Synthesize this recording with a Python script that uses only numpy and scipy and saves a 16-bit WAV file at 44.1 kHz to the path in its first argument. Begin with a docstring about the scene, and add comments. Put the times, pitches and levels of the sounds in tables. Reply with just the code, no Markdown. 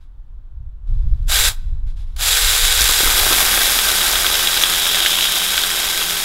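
"""Outdoors among trees, a small battery chainsaw is blipped once, restarted and pressed into a log.
Wind buffets the microphone and the saw is shifted in the hand between the bursts.
The chain rattles round its steel bar over the hum of motor and gears. The cutters skid on the bark;
in the wood the motor slows, the cutters tear and snag, chips spray and the bar rings in the kerf."""
import sys
import numpy as np
from scipy import signal
from scipy.fft import rfft, irfft
from scipy.io import wavfile
from scipy.ndimage import uniform_filter1d

SR = 44100
rng = np.random.default_rng(int(sys.argv[2]) if len(sys.argv) > 2 else 0)


def digitize_waveform(pressure):
    """Quantize a signal to 16-bit integers and store it at the path in sys.argv[1].

    Rows of a 2-D input are taken as channels; values are limited to [-1, 1].
    """
    field = np.atleast_2d(pressure).T
    bounded = np.clip(field, -1, 1)
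    quanta = np.round(bounded * 32767).astype(np.int16)
    wavfile.write(sys.argv[1], SR, quanta)


N = 275184
TIME = np.arange(N) / SR
CUTOFF_HZ = 15720


def from_db(db):
    return 10 ** (np.asarray(db) / 20)


def unit_rms(x):
    return x / np.sqrt(np.mean(x ** 2) + 1e-20)


def curve(rows):
    return np.interp(TIME, *np.transpose(rows))


def after(s):
    return np.maximum(TIME - s, 0)


def ramp(start_s, length_s):
    return np.minimum(after(start_s) / length_s, 1)


def swell(centre_s, width_s):
    return np.exp(-((TIME - centre_s) / width_s) ** 2)


def drift(per_s):
    """Random wander, rms 1."""
    knots = rng.standard_normal(N)
    return unit_rms(np.interp(TIME * per_s, np.arange(N), knots))


def body(x, spectrum, modes=()):
    """Filter of unit power gain: a broad spectrum plus resonances."""
    size = 2 ** 14
    hz = np.maximum(np.arange(size // 2 + 1) * SR / size, 1)
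    points = np.array(spectrum)
    db = np.interp(np.log(hz), np.log(points[:, 0]), points[:, 1])
    for centre_hz, width_hz, lift_db in modes:
        db = db + lift_db / (1 + (2 * (hz - centre_hz) / width_hz) ** 2)
    gain = from_db(db)
    gain = gain / np.sqrt(np.mean(gain ** 2 * (hz < CUTOFF_HZ)))
    cepstrum = irfft(np.log(gain))
    cepstrum[1:size // 2] *= 2  # minimum phase: no ring before the strike
    cepstrum[size // 2 + 1:] = 0
    return signal.fftconvolve(x, irfft(np.exp(rfft(cepstrum))))[:N]


def decay(kicks, decay_s):
    """Exponential tail on each kick."""
    return signal.lfilter([1], [1, -np.exp(-1 / (decay_s * SR))], kicks + 1e-18)


def contacts(turns, jitter, spread_db):
    """One kick per turn, uneven in timing and strength."""
    at = np.flatnonzero(np.diff(np.floor(turns)) > 0)
    chance = np.clip(rng.standard_normal((N // 100, 2))[:len(at)], -2, 2)
    late = (jitter * chance[:, 0] / np.diff(turns)[at]).astype(int)
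    kicks = np.zeros(N)
    kicks[np.clip(at + late, 0, N - 1)] = from_db(spread_db * chance[:, 1])
    return kicks


def grit(per_s, spread_db):
    """Dense tiny clicks, rms 1."""
    sizes = from_db(spread_db * np.clip(rng.standard_normal(N), -2, 2)) * rng.choice([-1, 1], N)
    return unit_rms(sizes * (rng.random(N) < per_s / SR))


def bursts(events, decay_s):
    """A short noise crunch at each event."""
    out, age_s = np.zeros(N), TIME[:SR // 10]
    envelope = np.exp(-age_s / decay_s) * (1 - np.exp(-4 * age_s / decay_s))
    for s, db in events:
        at = round(s * SR)
        crunch = envelope * rng.standard_normal(len(age_s))
        out[at:at + len(age_s)] += from_db(db) * crunch[:N - at]
    return out


# wind buffets (time [s], lift [dB])
BUFFETS = [(0.92, 5), (1.11, 6.5), (1.699, 3.5), (1.85, 5), (2.489, 6.5), (2.67, 5.5), (2.82, 5),
           (3.08, 7.5), (3.21, 6), (3.45, 3)]
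# wind spectra (frequency [Hz], level [dB])
GUST_SPECTRUM = [(10, -7.5), (25, 5.5), (45, -2.5), (70, -10), (100, -19), (150, -33), (220, -64.5),
                 (350, -69), (800, -77), (3000, -110)]
EDDY_SPECTRUM = [(50, -14.5), (105, 2.5), (150, -7.5), (220, -22), (350, -40), (1000, -69)]
def wind():
    """Rumble on the microphone: a breeze freshens, then one gust buffets and dies to a lull."""
    freshen_db_per_s, fall_db_per_s, lull_db = 8, 5, -39
    gust_s, hold_s = 0.836, 0.62
    breeze_db = -36 + freshen_db_per_s * TIME
    gust_db = np.maximum(-19 - fall_db_per_s * after(gust_s + hold_s), lull_db)
    arrived = ramp(gust_s, 0.04)
    buffets_db = sum(db * swell(s, width_s=0.052) for s, db in BUFFETS) + 1.5 * drift(per_s=11)
    wind_db = (1 - arrived) * breeze_db + arrived * gust_db + buffets_db
    rumble = body(rng.standard_normal(N), GUST_SPECTRUM)
    rumble /= np.sqrt(uniform_filter1d(rumble ** 2, size=SR // 10) + 1e-12)
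    eddies = body(rng.standard_normal(N), EDDY_SPECTRUM)
    eddy_db = 1.74 * wind_db - 9  # strong gusts reach higher frequencies
    return from_db(wind_db) * rumble + from_db(eddy_db) * eddies


# outdoor air (time [s], level [dB])
AIR_LEVEL = [(0, -61), (.84, -61), (.88, -54.5), (2.2, -57), (6.24, -74)]
# its spectrum (frequency [Hz], level [dB])
AIR_SPECTRUM = [(100, 9), (300, 2), (500, -6), (1000, -3.5), (1500, -8.5), (2200, -18.5), (3600, -16.5),
                (5000, -25.5), (10000, -31.5), (15800, -31)]
def air():
    """Quiet, dull outdoor noise."""
    return from_db(curve(AIR_LEVEL)) * body(rng.standard_normal(N), AIR_SPECTRUM)


# grip shifts (time [s], length [s], level [dB])
RUBS = [(0, 0.04, -67.5), (0.865, 0.49, -63), (1.5, 0.2, -71), (1.858, 0.05, -56), (1.96, 0.065, -54),
        (2.064, 0.13, -62)]
# friction spectrum (frequency [Hz], level [dB])
RUB_SPECTRUM = [(200, -10.5), (1000, -2), (2500, 1.5), (4000, 0.5), (7000, -6.5), (11000, -9), (15800, -20)]
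# bar and housing resonances (frequency [Hz], width [Hz], lift [dB])
BAR_MODES = [(600, 60, 2), (785, 100, 4.5), (1250, 90, 2), (1555, 120, 7.5), (1860, 90, 1.5),
             (2200, 260, 1.5), (3350, 130, 7), (3510, 100, 4.5), (3640, 80, 3), (3780, 110, 5),
             (3940, 110, 6), (4930, 220, 4.5), (5350, 230, 2.5), (6820, 220, 3)]
def hand_rubs():
    """The hand rubs on the housing."""
    attack_s, release_s = 0.012, 0.03
    grip = sum(from_db(db) * ramp(s, attack_s) * np.exp(-after(s + length_s) / release_s)
               for s, length_s, db in RUBS)
    return grip * body(grit(per_s=9500, spread_db=2.5), RUB_SPECTRUM, BAR_MODES)


# trigger and chain clicks (time [s], relative level [dB])
CLICKS = [(1.2213, -33), (1.2695, -25), (1.281, -10), (2.162, -10.5), (2.192, -6.5)]
# open chain spectrum (frequency [Hz], level [dB])
OPEN_SPECTRUM = [(150, -63), (290, -13), (390, -9), (700, -3), (1000, -3), (1400, 3), (2200, 3.5),
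                 (3000, 4), (4300, 5), (5400, 0.5), (6100, 1.5), (11800, -0.5), (14000, -3.5),
                 (15800, -7.5)]
def clicks():
    """The trigger clicks and the chain jerks taut."""
    return from_db(-18.5) * body(bursts(CLICKS, decay_s=0.0076), OPEN_SPECTRUM, BAR_MODES)


# trigger pulls (press [s], release [s], spin-up [s])
PULLS = [(1.27, 1.477, 0.031), (2.166, 6.3, 0.046)]
def throttle(coast_s=0.045):
    """Share of free speed: the motor spins up on each pull and coasts down on release."""
    return sum((1 - np.exp(-after(on_s) / rise_s)) * np.exp(-after(off_s) / coast_s)
               for on_s, off_s, rise_s in PULLS)


MUFFLE_FROM_S = 3.37  # the deepening kerf muffles chain and cutters
# chain spectrum in the kerf (frequency [Hz], level [dB])
KERF_SPECTRUM = [(150, -16), (400, -10.5), (1000, -3.5), (1500, -0.5), (2400, 1.5), (3000, 1), (4400, 1),
                 (6200, -0.5), (11000, -1.5), (13000, -2.5), (14200, -6), (15800, -7)]
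# chain resonances, open and in the kerf (frequency [Hz], width [Hz], lift [dB])
OPEN_MODES = [(3700, 400, 2), (7250, 200, 6), (7660, 330, 8), (8240, 170, 3.5), (10050, 380, 5),
              (12800, 300, 2)]
KERF_MODES = [(7550, 300, 1.5), (8230, 70, 4), (9200, 250, 2), (10200, 250, 3.5), (11650, 300, 3),
              (12100, 350, 3.5), (12800, 500, 2)]
def chain(links, speed, depth):
    """Links slap the sprocket, gears knock, the chain slides in its groove; the kerf damps its ring."""
    taut_speed, muffle_db_per_s = 0.83, 2
    sprocket = decay(contacts(links, jitter=0.086, spread_db=3), decay_s=0.0026)
    gears = decay(contacts(GEAR_RATIO * links, jitter=0.038, spread_db=5.5), decay_s=0.0015)
    seating = uniform_filter1d(sprocket + gears, size=60)  # links roll into contact
    sliding = grit(per_s=9000, spread_db=3.5) * from_db(0.81 * drift(per_s=140))
    slaps = unit_rms(seating * rng.standard_normal(N))
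    force = unit_rms(from_db(-3.5) * slaps + sliding)
    clunk = unit_rms(signal.sosfilt(signal.butter(2, 1200, fs=SR, output="sos"), force))
    force += from_db(-6) * (1 - speed) * clunk  # slow links land softly, so duller
    level = from_db(-15.5 - muffle_db_per_s * after(MUFFLE_FROM_S))
    level *= np.minimum(speed / taut_speed, 1) ** 2.25
    in_open = body(force, OPEN_SPECTRUM, BAR_MODES + OPEN_MODES)
    in_kerf = body(force, KERF_SPECTRUM, BAR_MODES + KERF_MODES)
    return level * ((1 - depth) * in_open + depth * in_kerf)


GEAR_RATIO = 1.184  # gear knocks per link
# running tones (multiple of link or gear rate, free level [dB], loaded level [dB])
LINK_TONES = [(1, -78, -46), (2, -47, -49), (2.56, -75, -53)]
GEAR_TONES = [(1, -78, -56), (2, -42, -51), (3.2, -47, -54)]
def hum(links, depth):
    """Orders of the turning drive; load swells the lowest and makes them all shaky."""
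    out, load, unrest = np.zeros(N), depth ** 2, np.sqrt(depth)
    for turns, tones in (links, LINK_TONES), (GEAR_RATIO * links, GEAR_TONES):
        for multiple, free_db, loaded_db in tones:
            level = (1 - load) * from_db(free_db) + load * from_db(loaded_db)
            level *= from_db(3.2 * unrest * np.clip(drift(per_s=28), -3, 1.5))
            shake_rad = (0.1 + 0.65 * unrest) * drift(per_s=35)
            out += np.sqrt(2) * level * np.sin(2 * np.pi * multiple * turns + shake_rad)
    return out


# cutter skids (time [s], relative level [dB])
SKIDS = [(2.808, 5), (2.8184, 5.5), (2.8254, -10), (2.841, 6), (2.8514, -12)]
# their spectrum (frequency [Hz], level [dB])
SKID_SPECTRUM = [(500, -9), (2000, -20), (4000, -10), (5800, 6), (8000, -11), (11000, 1), (15000, -17)]
def skids():
    """Cutters skid on the bark."""
    return from_db(-9.5) * body(bursts(SKIDS, decay_s=0.002), SKID_SPECTRUM)


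TOUCH_S, BITE_RISE_S = 2.81, 0.49
# spectra of torn wood, pinched bar, bar on log, chips (frequency [Hz], level [dB])
WOOD_SPECTRUM = [(90, -28), (130, -35), (170, -4), (240, -6), (340, 0), (600, 0.5), (780, 0), (950, 0),
                 (1300, 6.5), (1900, 0.5), (2400, 1.5), (4000, -3.5), (8000, -12.5), (15000, -23)]
RING_SPECTRUM = [(1000, -51.5), (2400, -17.5), (2900, -9), (3250, -0.5), (3450, -4.5), (3700, -2.5),
                 (3950, -3.5), (4300, -65), (5000, -14), (5600, -21.5), (9000, -57)]
KNOCK_SPECTRUM = [(100, -3), (220, -5), (330, 7), (470, 5), (600, -1), (1000, 6.5), (1500, 8), (3000, -18),
                  (8000, -30), (15000, -36)]
SPRAY_SPECTRUM = [(5000, -35), (9000, -3), (12200, 1), (15800, -8)]
def cutting(links):
    """Cutters tear fibres and throw chips; the bar judders, then rings most as the kerf pinches it."""
    muffle_db_per_s = 3
    kicks = contacts(links / 2, jitter=0.11, spread_db=2.6)  # a cutter on every second link
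    strikes = unit_rms(decay(kicks, decay_s=0.003))
    tearing = unit_rms((0.5 + strikes) * grit(per_s=9000, spread_db=0))
    wood_db = -25 - muffle_db_per_s * after(MUFFLE_FROM_S)
    wood = from_db(wood_db) * body(tearing, WOOD_SPECTRUM, BAR_MODES)
    friction = unit_rms((1.23 + strikes) * rng.standard_normal(N))  # steadier than tearing
    pinch_db = 9 * swell(5.13, width_s=0.53)
    ring = from_db(-29.4 + pinch_db) * body(friction, RING_SPECTRUM)
    bounces = body(strikes * rng.standard_normal(N), KNOCK_SPECTRUM)
    judder = from_db(-34.5) * swell(3.24, width_s=0.26) * bounces
    chips = body(grit(per_s=3000, spread_db=4), SPRAY_SPECTRUM)
    spray = from_db(-25) * swell(3.38, width_s=0.71) * chips
    bite = ramp(TOUCH_S, BITE_RISE_S)
    return bite * wood + np.sqrt(bite) * (ring + judder + spray)


# bar bounces (time [s], relative level [dB])
KNOCKS = [(2.893, -16.5), (2.912, -22.5), (3.004, -20), (3.033, -17), (3.059, -19), (3.074, -19),
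          (3.135, -27), (3.264, -18), (3.308, -18.5)]
def knocks():
    """The bar bounces on the log before the kerf holds it."""
    return from_db(7) * body(bursts(KNOCKS, decay_s=0.0033), KNOCK_SPECTRUM)


# hard catches (time [s], relative level [dB])
SNAGS = [(2.9362, -7), (3.5118, -6.5), (3.7883, -3), (4.1545, -4.5), (4.2643, -2), (4.3415, -4),
         (4.3937, -5), (4.4722, -1), (4.572, -2.5), (4.6354, 0.5), (4.9452, -4), (4.9727, -5), (5.0608, 2),
         (5.241, -5.5), (5.2528, -3.5), (5.5774, -2), (5.6364, -5), (6.0249, -6)]
# their spectrum (frequency [Hz], level [dB])
SNAG_SPECTRUM = [(100, -18), (400, -14.5), (800, -14), (1400, -4.5), (2400, -1.5), (3200, 3.5), (4500, -6),
                 (8000, -16), (15000, -18)]
def snags(catches_per_s=6):
    """Single cutters catch hard in the wood; lighter catches come at random after full bite."""
    catch_s = TIME[(rng.random(N) < catches_per_s / SR) & (TIME > TOUCH_S + BITE_RISE_S)]
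    catch_db = -11 + 4 * rng.standard_normal(200)
    events = list(SNAGS) + list(zip(catch_s, catch_db))
    return from_db(-1.5) * body(bursts(events, decay_s=0.0024), SNAG_SPECTRUM, BAR_MODES)


def tree_echo(x, t60_s, level_db, dull_hz):
    """Faint scatter from the trees; its treble dies first."""
    scatter = rng.standard_normal(SR)
    low = signal.sosfilt(signal.butter(1, dull_hz, fs=SR, output="sos"), scatter)
    fall_db = -60 * TIME[:SR] / t60_s
    tail = low * from_db(fall_db) + (scatter - low) * from_db(fall_db / 0.37)
    return from_db(level_db) * signal.fftconvolve(x, tail / np.linalg.norm(tail))[:N]


# bar sunk in the log (time [s], depth [0-1])
BAR_DEPTH = [(2.75, 0.25), (2.95, 0.56), (3.3, 0.96), (4.2, 0.91), (6.24, 0.92)]
def scene():
    """The trigger spins the motor up, the wood drags it down; its speed drives chain, cutters and hum."""
    free_links_per_s, sag_links_per_s, wander_links_per_s = 206, 37, 2.5
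    depth, drive = curve(BAR_DEPTH), throttle()
    drag = depth ** 2 * (sag_links_per_s + wander_links_per_s * drift(per_s=4))
    speed = drive * (1 - drag / free_links_per_s)
    links = np.cumsum(free_links_per_s * speed) / SR
    motor = drive ** 12 * hum(links, depth)  # tones stand out only near full throttle
    saw = motor + chain(links, speed, depth) + cutting(links)
    saw += skids() + knocks() + snags() + clicks() + hand_rubs()
    echo = tree_echo(saw, t60_s=0.88, level_db=-29, dull_hz=2500)
    return (saw + echo + wind() + air())[None]


def record(dry):
    """Clip just under full scale, then low-pass steeply."""
    lowpass = signal.ellip(12, 0.1, 80, CUTOFF_HZ, fs=SR, output="sos")
    return signal.sosfilt(lowpass, np.clip(dry, -0.9, 0.9))


dry = scene()
out = record(dry)
digitize_waveform(out)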